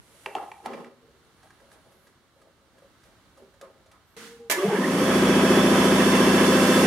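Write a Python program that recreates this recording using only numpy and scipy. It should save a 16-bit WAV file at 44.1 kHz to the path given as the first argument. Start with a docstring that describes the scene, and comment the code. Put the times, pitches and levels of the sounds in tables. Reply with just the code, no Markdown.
"""A workshop. A hand fits a plastic cover on a pressure switch: rubbing skin and small taps ring the cover's
modes. Then the scene changes: further off, escaping air dies away over a humming pipe and a contactor clacks
shut. A belt-driven piston compressor spins up, shuddering and thudding, then settles into a drone of throbbing
tank, motor whine, valve rattle and rushing air. Two close microphone ports hear it."""
import sys
import numpy as np
from scipy import signal
from scipy.fft import rfft, irfft
from scipy.io import wavfile
from scipy.ndimage import uniform_filter1d

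SR = 44100
rng = np.random.default_rng(int(sys.argv[2]) if len(sys.argv) > 2 else 0)


def unload_wav(signal):
    """Save mono or channel-first audio to the path in sys.argv[1] as 16-bit WAV at rate SR, clipped to [-1, 1]."""
    wavfile.write(
        sys.argv[1],
        SR,
        np.round(np.clip(np.atleast_2d(signal).T, -1, 1) * 32767).astype(np.int16),
    )


N = 302526
TIME = np.arange(N) / SR
SCENE_CHANGE_S, MOTOR_ON_S = 4.166, 4.5
STARTUP, RUN = slice(4 * SR, 5 * SR), slice(4 * SR, N)  # windows for the machine's sounds


def undb(db):
    """Decibels to amplitude."""
    return np.exp(np.asarray(db) * (np.log(10) / 20))

def unit(x, after_s=0):
    """Scale to rms 1 over the part after a given time."""
    return x / np.sqrt(np.mean(x[..., int(after_s * SR):] ** 2))

def curves(table, outside=None):
    """One automation curve per value column of (time, value, ..) rows."""
    times, *columns = np.transpose(table)
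    after = outside if times[-1] < TIME[-SR // 10] else None
    return [np.interp(TIME, times, column, outside, after) for column in columns]

def on_bins(table):
    """Spread (frequency, value) rows over the spectrum's bins."""
    hz, value = np.transpose(table)
    return np.interp(np.log(np.fft.rfftfreq(N, 1 / SR) + 1), np.log(hz), value)

def ring(x, hz, t60):
    """One decaying mode as a turning pointer; its imaginary part is the sound."""
    pole = np.exp(2j * np.pi * hz / SR - np.log(1000) / (t60 * SR))
    return signal.lfilter([1], [1, -pole], x)

def walk(rate):
    """Smooth random drift, `rate` new values a second, spread near 1."""
    hold, coarse = int(SR / 16 / rate), TIME[::16]
    held = np.repeat(rng.standard_normal(len(coarse) // hold + 1), hold)
    smooth = uniform_filter1d(uniform_filter1d(held, hold), hold)
    return np.interp(TIME, coarse, unit(smooth[:len(coarse)]))

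def low_cut(x, hz):
    """Roll off the bass, which small parts do not radiate."""
    return signal.sosfilt(signal.butter(3, hz, "high", fs=SR, output="sos"), x)

# How alike the two ports sound: (frequency [Hz], correlation)
PORT_LIKENESS = [(60, 1), (130, 0.58), (290, 0.87), (640, 0.93), (1410, 0.56), (3100, 0.2), (6820, 0.066),
                 (15000, -0.07)]
def noise(colour, loop=0., loop_share=0.):
    """Coloured stereo noise, centred in the bass and wide in the treble; part of it may loop."""
    likeness = np.clip(on_bins(PORT_LIKENESS), -.9, .995)
    source = np.sqrt(1 - loop_share) * rng.standard_normal((2, N)) + np.sqrt(loop_share) * loop
    mid, side = rfft(source) * undb(on_bins(colour))
    mid, side = irfft(mid, N), irfft(side * np.sqrt((1 - likeness) / (1 + likeness)), N)
    return np.array([mid + side, mid - side]) / np.std(mid)


# Colour of the quiet workshop: (frequency [Hz], level [dB])
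ROOM_COLOUR = [(15, -29), (25, -10), (44, -4.5), (86, -5), (411, -11), (497, -17), (785, -16), (1270, -14),
               (2500, -23), (4170, -23.5), (5030, -28), (10700, -34), (15600, -41)]
def room_tone(level_db=-62):
    """A low bed of noise that swells a little."""
    return undb(level_db + 1.2 * walk(3.14)) * noise(ROOM_COLOUR)

# Modes of the plastic cover: (frequency [Hz], level [dB])
COVER_MODES = [(250, -4.5), (390, -3.5), (460, -3), (550, 0), (640, -3), (790, 0), (880, -2.5), (1050, 4.5),
               (1250, 4), (1650, 0), (1950, -1), (2350, -0.5), (2700, -1), (3200, -1), (4400, 2)]
# Finger strokes: (peak time [s], rise [s], fade [s], rub level [dB], rustle level [dB], colour [Hz])
FINGER_RUBS = [(0.15, .25, 0.67, -62.5, -79, 520), (0.269, 0.017, 0.13, -43, -62, 595),
               (0.365, 0.02, 0.22, -39, -61, 754), (0.663, 0.025, 0.054, -36, -52, 775),
               (0.71, 0.084, 0.2, -35, -67, 410), (0.72, 0.054, 0.26, -41.5, -80, 265),
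               (1.05, 0.2, 0.57, -61.5, -87, 457), (1.45, 0.055, 0.22, -60.5, -68, 785),
               (1.61, 0.018, 0.22, -60.5, -75, 590), (1.73, .04, 0.15, -59.5, -60.5, 696),
               (1.87, 0.071, 0.42, -60.5, -83, 570), (2.1, 0.21, 0.15, -62.5, -72, 322),
               (2.21, .06, .06, -61, -85, 300), (2.4, 0.11, 0.46, -62, -74, 580),
               (2.83, 0.33, 0.22, -60, -76, 560), (3.06, 0.053, 0.22, -58.5, -66.5, 600),
               (3.39, 0.093, 0.23, -57.5, -70, 530), (3.42, .06, 0.13, -55, -82, 370),
               (3.622, 0.0087, 0.25, -49, -65, 560), (3.64, 0.04, 0.12, -51, -80, 1130),
               (3.94, 0.052, 0.16, -58, -73, 1220), (4.15, 0.077, 0.017, -70, -86, 430)]
# Bed of rustle while the cover goes on: (time [s], level [dB])
SLEEVE_RUSTLE = [(0, -70), (.04, -64.5), (.24, -58), (.6, -66), (.83, -68), (.95, -88)]
def rubbing(hand_gone_s=4.2):
    """Stick-slip grains of skin ring the cover's modes; a finer, shorter rustle lies on top."""
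    end = int(hand_gone_s * SR)
    peak_s, rise, fade, rub_db, rustle_db, colour_hz = np.transpose(FINGER_RUBS)[:, :, None]
    t = TIME[:end] - peak_s

    def power(db, fade_s):
        return undb(2 * db - 43.5 * np.maximum(-t / rise, t / fade_s))

    mode_hz, mode_db = np.transpose(COVER_MODES)
    db_per_octave = np.maximum(-0.9 * (rub_db + 26), 0)  # harder rubs reach more modes
    share = undb(2 * (mode_db - db_per_octave * np.abs(np.log2(mode_hz / colour_hz))))
    gains = np.sqrt((share / share.sum(axis=1, keepdims=True)).T @ power(rub_db, fade))
    grains = (noise([(100, -.1), (5000, -.1)]) * undb(2.7 * walk(45)))[:, :end]
    rub = sum(gain * unit(ring(grains, hz, t60=0.089 * (500 / hz) ** 1.55).imag)
              for gain, hz in zip(gains, mode_hz))
    skin = noise([(2500, -2), (4500, -7), (7000, -7), (10500, -3.5), (12500, -11), (15500, -28)])
    sleeve_power = undb(2 * curves(SLEEVE_RUSTLE, -120)[0][:end])
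    rustle = skin[:, :end] * np.sqrt(power(rustle_db, 0.48 * fade).sum(axis=0) + sleeve_power)
    return np.pad(low_cut(rub, 192) + rustle, ((0, 0), (0, N - end)))

# Taps on the cover:
# (time [s], body level [dB], click level [dB], body colour [Hz], clack colour [Hz], clack gain [dB])
COVER_TAPS = [(0.26, -20, -34, 856, 2730, -2), (0.261, -29, -60, 1950, 1670, -1),
              (0.263, -34.5, -60, 410, 1670, -17), (0.322, -42, -60, 790, 2700, -18),
              (0.351, -18, -34, 800, 2760, -11.5), (0.355, -34, -60, 380, 1960, -20),
              (0.383, -31, -60, 1220, 1960, -7), (0.412, -29.5, -56, 796, 1580, -16),
              (0.433, -33, -60, 800, 1960, -25), (0.516, -29, -46, 850, 2380, -4),
              (0.578, -45, -58, 790, 2000, -15), (0.6, -42, -62, 790, 2000, -20),
              (0.659, -20.5, -34, 823, 2050, -11), (0.734, -31, -45, 789, 2200, 1),
              (0.742, -32, -54, 425, 2090, -16), (0.844, -39, -49.5, 388, 2020, 3),
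              (1.429, -51, -48, 813, 1650, 7), (1.47, -49, -56, 1010, 1650, 10),
              (1.504, -42.5, -50, 950, 1660, 6), (1.6, -53, -54, 533, 1640, 4),
              (1.644, -58, -58, 540, 1590, -14), (1.715, -47, -48, 1320, 1640, 13),
              (1.919, -54, -51, 560, 1530, -3), (2.068, -52, -48, 467, 1750, 8),
              (2.36, -58, -65, 550, 1640, -20), (2.414, -52, -50, 1310, 1640, 0),
              (2.78, -52, -51, 560, 1600, 4), (2.82, -50, -62, 550, 1600, -20),
              (3.032, -55, -47, 363, 1530, 11), (3.372, -53, -49, 830, 1250, -6),
              (3.536, -55, -53, 546, 1650, -3), (3.612, -37.5, -37.5, 593, 1680, -7),
              (3.624, -41, -60, 600, 1250, -6), (3.645, -43, -60, 550, 1250, -3),
              (3.859, -54, -50, 623, 1780, -20), (3.914, -50, -45.5, 820, 2270, 5)]
def taps(soft_db=-44.5):
    """Each tap clicks and rings the cover's modes nearest its body and clack colours."""
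    out, t = np.zeros(N + SR), np.arange(SR // 4) / SR
    hz, mode_db = np.transpose(COVER_MODES)[:, :, None]
    for start_s, body_db, click_db, body_hz, clack_hz, clack_db in COVER_TAPS:
        near_body = undb(-55 * np.abs(np.log2(hz / body_hz)))
        near_clack = undb(clack_db - 31 * np.abs(np.log2(hz / clack_hz)))
        weight = (near_body + near_clack) * undb(mode_db + 1.2 * rng.standard_normal(hz.shape))
        softness = undb(soft_db - body_db)  # light touches land more gently and last longer
        attack = 1 - np.exp(-t / (0.0018 * softness))
        stretch = 1 + softness ** .5
        t60 = 0.022 * stretch * (800 / hz) ** 0.54  # higher modes die sooner
        envelope = attack * undb(-60 * t / t60) * (1 - np.exp(-t * hz / 1.04))
        body = np.sum(weight * envelope * np.sin(2 * np.pi * (hz * t + rng.random(hz.shape))), axis=0)
        click = uniform_filter1d(low_cut(rng.standard_normal(len(t)), 1800), size=3)
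        click *= attack * undb(-60 * t / stretch / 0.023) * (1 - np.exp(-t / 0.00044))
        i = int(start_s * SR)
        out[i:i + len(t)] += undb(body_db) * body / np.abs(body).max() + undb(click_db) * click
    return low_cut(out[:N], 230)

# Thin, high hisses near the hand: (start [s], end [s], pitch [Hz], nominal width [Hz], level [dB])
HISS_BANDS = [(1.244, 1.28, 9600, 500, -77), (1.341, 1.953, 9600, 700, -76), (1.398, 1.95, 10400, 400, -87),
              (1.92, 2.068, 11400, 1500, -72), (4.08, 4.146, 12500, 1500, -74)]
def hisses():
    """Narrow bands of noise fade in and out."""
    out = np.zeros((2, N))
    for start, end, hz, width, db in HISS_BANDS:
        part = slice(int((start - .02) * SR), int((end + .02) * SR))
        band = ring(ring(rng.standard_normal((2, SR)), hz, 2 / width), hz, 2 / width).imag
        fade = np.interp(TIME[part], [start - .02, start, end, end + 0.018], [0, 1, 1, 0])
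        out[:, part] += undb(db) * fade * unit(band[:, :len(fade)])
    return out

# Colour of the escaping air: (frequency [Hz], level [dB])
PUFF_COLOUR = [(71, -60), (120, -42), (188, -2.5), (390, -15.5), (450, -4), (563, -21), (1460, -12),
               (9510, -24.5), (15500, -36)]
# Swells and dips of the pipe's hum: (time [s], level [dB])
PIPE_SWELLS = [(4.164, -53), (4.176, -47), (4.23, -60), (4.288, -49), (4.314, -51), (4.34, -48),
               (4.364, -49), (4.382, -61), (4.406, -44), (4.47, -47.5), (4.5, -55)]
def air_bleed(hold_s=0.099, fade_db_per_s=116, pipe_hz=466, overtone_hz=800):
    """Escaping air, already flowing as the scene changes, holds, then fades; a pipe hums on, wavering, until
    the motor starts."""
    def tone(hz):
        return np.sqrt(2) * np.sin(2 * np.pi * np.cumsum(hz + 5 * walk(34)) / SR)

    t = TIME - SCENE_CHANGE_S
    hum = tone(pipe_hz) + undb(-23 + 3 * walk(30)) * tone(overtone_hz)
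    hum *= undb(curves(PIPE_SWELLS, -120)[0])
    rumble = undb(-57 - 14 * t) * unit(ring(rng.standard_normal(N), hz=227, t60=0.084).imag)
    puff = undb(-46.5 - fade_db_per_s * np.maximum(t - hold_s, 0)) * noise(PUFF_COLOUR)
    return (t > 0) * (puff + (TIME < MOTOR_ON_S) * (hum + rumble))

# The contactor closes and bounces: (time [s], crack level [dB], tick level [dB])
CONTACTOR_HITS = [(4.498, -21, -40), (4.511, -26, -15), (4.5205, -33, -18)]
# Colour of the crack: (frequency [Hz], level [dB])
CRACK_COLOUR = [(120, -47), (200, -15.5), (525, -7), (1130, -9.5), (1350, -13), (1510, -11), (1780, -2.5),
                (3960, -14), (6710, -13), (12700, -16.5), (15500, -34)]
# Modes of the armature: (frequency [Hz], gain [dB], t60 [s])
ARMATURE_MODES = [(546, -46, .1), (1254, -60, 0.074), (1731, -40.5, 0.11), (2126, -44.5, 0.064),
                  (2650, -44, 0.063), (3120, -59, 0.047), (4290, -47, .05)]
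# Bright modes of the contacts: (frequency [Hz], gain [dB], t60 [s])
CONTACT_MODES = [(6950, -24, .012), (7960, -25, .012), (10600, -18, .01), (13000, -16.5, .008)]
def contactor():
    """Metal cracks ring the armature, bounces tick on the contacts and the housing rattles out."""
    crack_envelope = tick_envelope = 0
    for start_s, crack_db, tick_db in CONTACTOR_HITS:
        t = np.maximum(TIME - start_s, 0)
        snap_and_tail = undb(-60 * t / 0.08) + undb(-16.5 - 60 * t / 0.64)
        crack_envelope += undb(crack_db) * (1 - np.exp(-t / 0.00093)) * snap_and_tail
        tick_envelope += undb(tick_db - 60 * t / .02) * (1 - np.exp(-t / .001))
    crack = crack_envelope * noise(CRACK_COLOUR)
    tick = tick_envelope[STARTUP] * rng.standard_normal((2, SR))
    for drive, modes in (crack[:, STARTUP], ARMATURE_MODES), (tick, CONTACT_MODES):
        crack[:, STARTUP] += sum(undb(db) * ring(drive, hz, t60).imag for hz, db, t60 in modes)
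    return crack

# The motor's run-up: (time [s], speed [share of full])
MOTOR_SPEED = [(4.5, 0.051), (4.62, 0.58), (4.7, 0.81), (4.77, 0.93), (4.86, 1), (5.0, 1)]
# The pump builds with speed and pressure: (time [s], rattle level [dB], air rush level [dB])
PUMP_LEVELS = [(4.52, -51, -52), (4.58, -32.5, -56), (4.63, -31, -47.5), (4.86, -28.5, -41.5),
               (5.07, -24, -37), (5.59, -22, -35.5), (6.86, -21.5, -32)]
# Motor and fan tones at full speed and pressure: (frequency [Hz], level [dB])
MOTOR_TONES = [(527.6, -33.5), (586.8, -39.5), (619.1, -44.5), (662.1, -39), (786.0, -43.5), (904.4, -49),
               (979.8, -39.5), (1028, -39), (1061, -38.5), (1297, -43), (1680, -44), (1782, -49),
               (2040, -49), (2336, -50.5)]
def motor_whine(strain_hz=1000, chirp_hz=1850):
    """Tones glide up with the motor; it whines roughly under strain and the belt chirps as it bites."""
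    speed = curves(MOTOR_SPEED)[0]
    angle = 2 * np.pi * np.cumsum(speed) / SR
    whine = sum(undb(db + 3.1 * walk(9)) * np.sqrt(2) * np.sin(hz * angle + 1.12 * walk(11))
                for hz, db in MOTOR_TONES)
    whine *= speed ** 4 * undb(curves(PUMP_LEVELS, -120)[0] - PUMP_LEVELS[-1][1])
    strain = np.interp(TIME, [4.55, 4.62, 4.85, 5.0], [0, 1, 1, 0]) * undb(-36 + 3 * walk(45))
    bite = np.exp(-.5 * ((TIME - 4.79) / 0.065) ** 2) * undb(-35 + 4.9 * walk(62))
    whine += strain * np.sin(strain_hz * angle + 1.85 * walk(150))
    return whine + bite * np.sin(chirp_hz * angle + 2.2 * walk(220))

# Colour of the valve rattle: (frequency [Hz], level [dB])
RATTLE_COLOUR = [(120, -45), (240, -26), (400, 1.5), (445, -3), (527, -2.5), (701, -7.5), (896, -10.5),
                 (999, -10.5), (1130, -6), (1330, -7.5), (1410, -16), (1650, -10.5), (2470, -14),
                 (2670, -17), (3450, -19.5), (4200, -37), (5460, -57), (9240, -120)]
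# Casing modes: (frequency [Hz], nominal width [Hz], gain [dB], pitch climb [Hz], climb time [s])
CASING_MODES = [(516, 26, 1.5, -1, 6.15), (987, 71, -6.5, 0.5, 6), (1328, 12, -8, -0.5, 5.94),
                (1590, 290, -9, 0.5, 6), (2591, 55, -7.5, 80.5, 6.05), (3068, 88, -11, 9.5, 6),
                (3370, 24, -4, 88, 5.58), (5465, 143, -17, -0.5, 6)]
def valve_rattle(motor_turn_hz=16.33, climb_s=0.078):
    """Valves rattle, partly repeating each motor turn; the casing sings out once up to speed."""
    grit = (noise([(300, -.1), (8000, -.1)]) * undb(0.5 * walk(60)))[:, RUN]
    casing = 0
    for hz, width, db, climb_hz, at_s in CASING_MODES:
        shift_hz = climb_hz * (1 + np.tanh((TIME[RUN] - at_s) / climb_s)) / 2
        climb = np.exp(2j * np.pi * np.cumsum(shift_hz) / SR)  # tank pressure stiffens the valves
        casing += undb(db) * np.sqrt(width) * unit((ring(grit, hz, 2.9 / width) * climb).imag)
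    casing = np.pad(unit(casing), ((0, 0), (RUN.start, 0)))
    casing *= undb(np.interp(TIME, [4.8, 5.2], [-10.4, -5]))
    one_turn = rng.standard_normal((2, int(SR / motor_turn_hz)))
    position = np.round(np.cumsum(curves(MOTOR_SPEED)[0])).astype(int) % one_turn.shape[1]
    rattle = noise(RATTLE_COLOUR, one_turn[:, position], loop_share=.3) * undb(1.5 + 0.9 * walk(30))
    return undb(curves(PUMP_LEVELS, -120)[0]) * (rattle + casing)

# Colour of the air on the fins: (frequency [Hz], level [dB])
RUSH_COLOUR = [(2180, -6.5), (3700, -1.5), (3950, -8), (4330, 0), (4970, -1), (5410, -1), (7570, -5),
               (10800, -4.5), (14400, -18), (15600, -26)]
def air_rush():
    """Air rushes over the fins in a bright, fluttering wash."""
    rush_db = curves(PUMP_LEVELS, -120)[1]
    return noise(RUSH_COLOUR) * undb(rush_db + 0.36 * walk(70) + 0.29 * walk(12))

# Swells of the frame's tones: (peak time [s], frequency [Hz], level [dB], spread [s])
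FRAME_SWELLS = [(4.602, 365, -23.5, 0.018), (4.635, 390, -16, 0.013), (4.63, 580, -27.5, 0.019),
                (4.664, 670, -24, 0.0034), (4.683, 197, -20, 0.014), (4.695, 840, -26, 0.0051),
                (4.596, 1150, -32.5, 0.01), (4.63, 1150, -30.5, 0.01), (4.663, 430, -20, 0.0069),
                (4.658, 180, -27, 0.008), (4.7, 460, -25.5, 0.019), (4.723, 380, -22, 0.004),
                (4.742, 410, -19, 0.013), (4.75, 195, -27.5, 0.015)]
def frame_shudders():
    """The frame rings up in short, fluttering swells as the motor pulls through its resonances."""
    out, t = np.zeros(N), TIME[STARTUP]
    flutter_db, waver = 2.5 * walk(150)[STARTUP], .5 * walk(120)[STARTUP]
    for peak_s, hz, db, spread_s in FRAME_SWELLS:
        swell = undb(db + flutter_db) * np.exp(-.5 * ((t - peak_s) / spread_s) ** 2)
        out[STARTUP] += swell * np.sin(2 * np.pi * hz * t + waver)
    return out

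# The belt slips, so the crank lags the motor: (time [s], speed [turns/s])
CRANK_SPEED = [(4.5, 1.0), (4.72, 8.5), (4.82, 11.6), (4.9, 13.3), (4.98, 14.1), (5.12, 14.33),
               (6.9, 14.34)]
# Tank and intake modes: (order [multiple of the full crank rate], level [dB])
TANK_MODES = [(4, -26), (5, -18), (6, -34), (7, -25), (8, -17), (9, -19), (10, -20), (11, -11), (12, -9),
              (13, -1), (14, -2), (15, -2), (16, -16), (17, -5), (18, 0), (19, -21), (20, -8), (21, -5),
              (22, -10), (23, -19), (24, -3), (25, -8), (26, -3), (27, -11), (28, -6), (29, -15), (30, -19),
              (32, -20), (33, -20), (34, -13), (35, -18)]
def tank_throb(level_db=-18.5, first_stroke_s=4.77, crank_hz=14.34, t60=.26, knock_order=19):
    """One stroke a turn rings tank and intake, sweeping down from a knock to a low boom."""
    turns = np.cumsum(curves(CRANK_SPEED)[0]) / SR
    turns -= turns[int(first_stroke_s * SR)]
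    strokes = np.diff(np.floor(np.maximum(turns, -.5)), prepend=-1) * undb(0.38 * walk(25))
    turbulence = undb(-49) * rng.standard_normal(N)
    push = (strokes + turbulence)[RUN]
    throb = np.zeros((2, N))
    for order, db in TANK_MODES:
        hz = order * crank_hz
        mode = ring(ring(push, hz, t60), hz, t60)  # swells in through its coupling
        below, above = max(knock_order - order, 0), max(order - knock_order, 0)
        lag_cycles = .08 * order - .035 * below ** 2 + .01 * above ** 2 + .025 * rng.standard_normal()
        if below:  # the second cylinder booms half a turn later, a quarter cycle out of step
            mode *= (1 - 1j * (-1) ** order) / np.sqrt(2)
        if order < 12:  # the lowest modes come in late
            mode *= np.clip((TIME[RUN] - 4.73) / 0.33, 0, 1)
        ports = 1 + 0.044 * np.exp(2j * np.pi * rng.random()) * np.array([[1], [-1]])
        throb[:, RUN] += undb(db) * np.imag(ports * mode * np.exp(-2j * np.pi * lag_cycles))
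    fade_in = np.clip((TIME - 4.6) / 0.15, 0, 1) ** 2
    return undb(level_db) * fade_in * unit(throb, after_s=6.7)

# First piston strokes: (time [s], level [dB])
EARLY_STROKES = [(4.778, -26), (4.865, -28), (4.939, -18.5), (5.012, -16)]
# Modes of the cylinder head: (frequency [Hz], gain [dB], t60 [s])
HEAD_MODES = [(206, -9, 0.29), (289, 2, 0.16), (387, -15, 0.057)]
def piston_thuds():
    """The first strokes push the cylinder head and thud one by one before the drone closes up."""
    push, start = np.zeros(SR), int(MOTOR_ON_S * SR)
    for at_s, db in EARLY_STROKES:
        push[int((at_s - MOTOR_ON_S) * SR)] = undb(db)
    push = uniform_filter1d(push, size=40)
    head = sum(undb(db) * ring(push, hz, t60).imag for hz, db, t60 in HEAD_MODES)
    return np.pad(low_cut(head, 143), (start, N - SR - start))


def scene(room_t60_s=0.44, echo_db=-11.5):
    """Mix the layers; taps and clacks echo off the walls, a little differently into each port."""
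    t = TIME[:SR]
    tails = rng.standard_normal((3, SR)) * undb(-60 * t / room_t60_s) * (t > .002)
    shared, left, right = signal.lfilter([1], [1, -.85], tails)  # darkens the echo
    room = np.array([2.4 * shared + left, 2.3 * shared + right])
    hits = taps() + contactor()
    echo = undb(echo_db) * signal.fftconvolve(hits, room / np.linalg.norm(room[0]), axes=1)[:, :N]
    lead_in = rubbing() + hisses() + air_bleed()
    jolts = frame_shudders() + piston_thuds()
    drone = tank_throb() + motor_whine() + valve_rattle() + air_rush()
    return hits + echo + lead_in + jolts + drone + room_tone()

# Balance of the ports: (frequency [Hz], left minus right [dB])
PORT_BALANCE = [(60, -6), (110, 2.5), (200, 0.5), (380, 0), (700, 0.5), (1290, -2.5), (2380, -4),
                (4400, -2), (8120, -4), (15000, -3.5)]
def record(dry, notch_hz=2500, top_hz=15746):
    """The right port is brighter; the camera cuts rumble, notches a tone's multiples and cuts the top."""
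    lean = undb(on_bins(PORT_BALANCE) / 2)
    mix = low_cut(irfft(rfft(dry) * np.array([lean, 1 / lean]), N), 54)
    for k, width_hz in enumerate((110, 70, 90, 60), start=1):
        notch = signal.iirnotch(k * notch_hz, k * notch_hz / width_hz, SR)
        mix = .15 * mix + .85 * signal.lfilter(*notch, mix)
    return signal.sosfilt(signal.ellip(10, .2, 70, top_hz, fs=SR, output="sos"), mix)


dry = scene()
out = record(dry)
unload_wav(out)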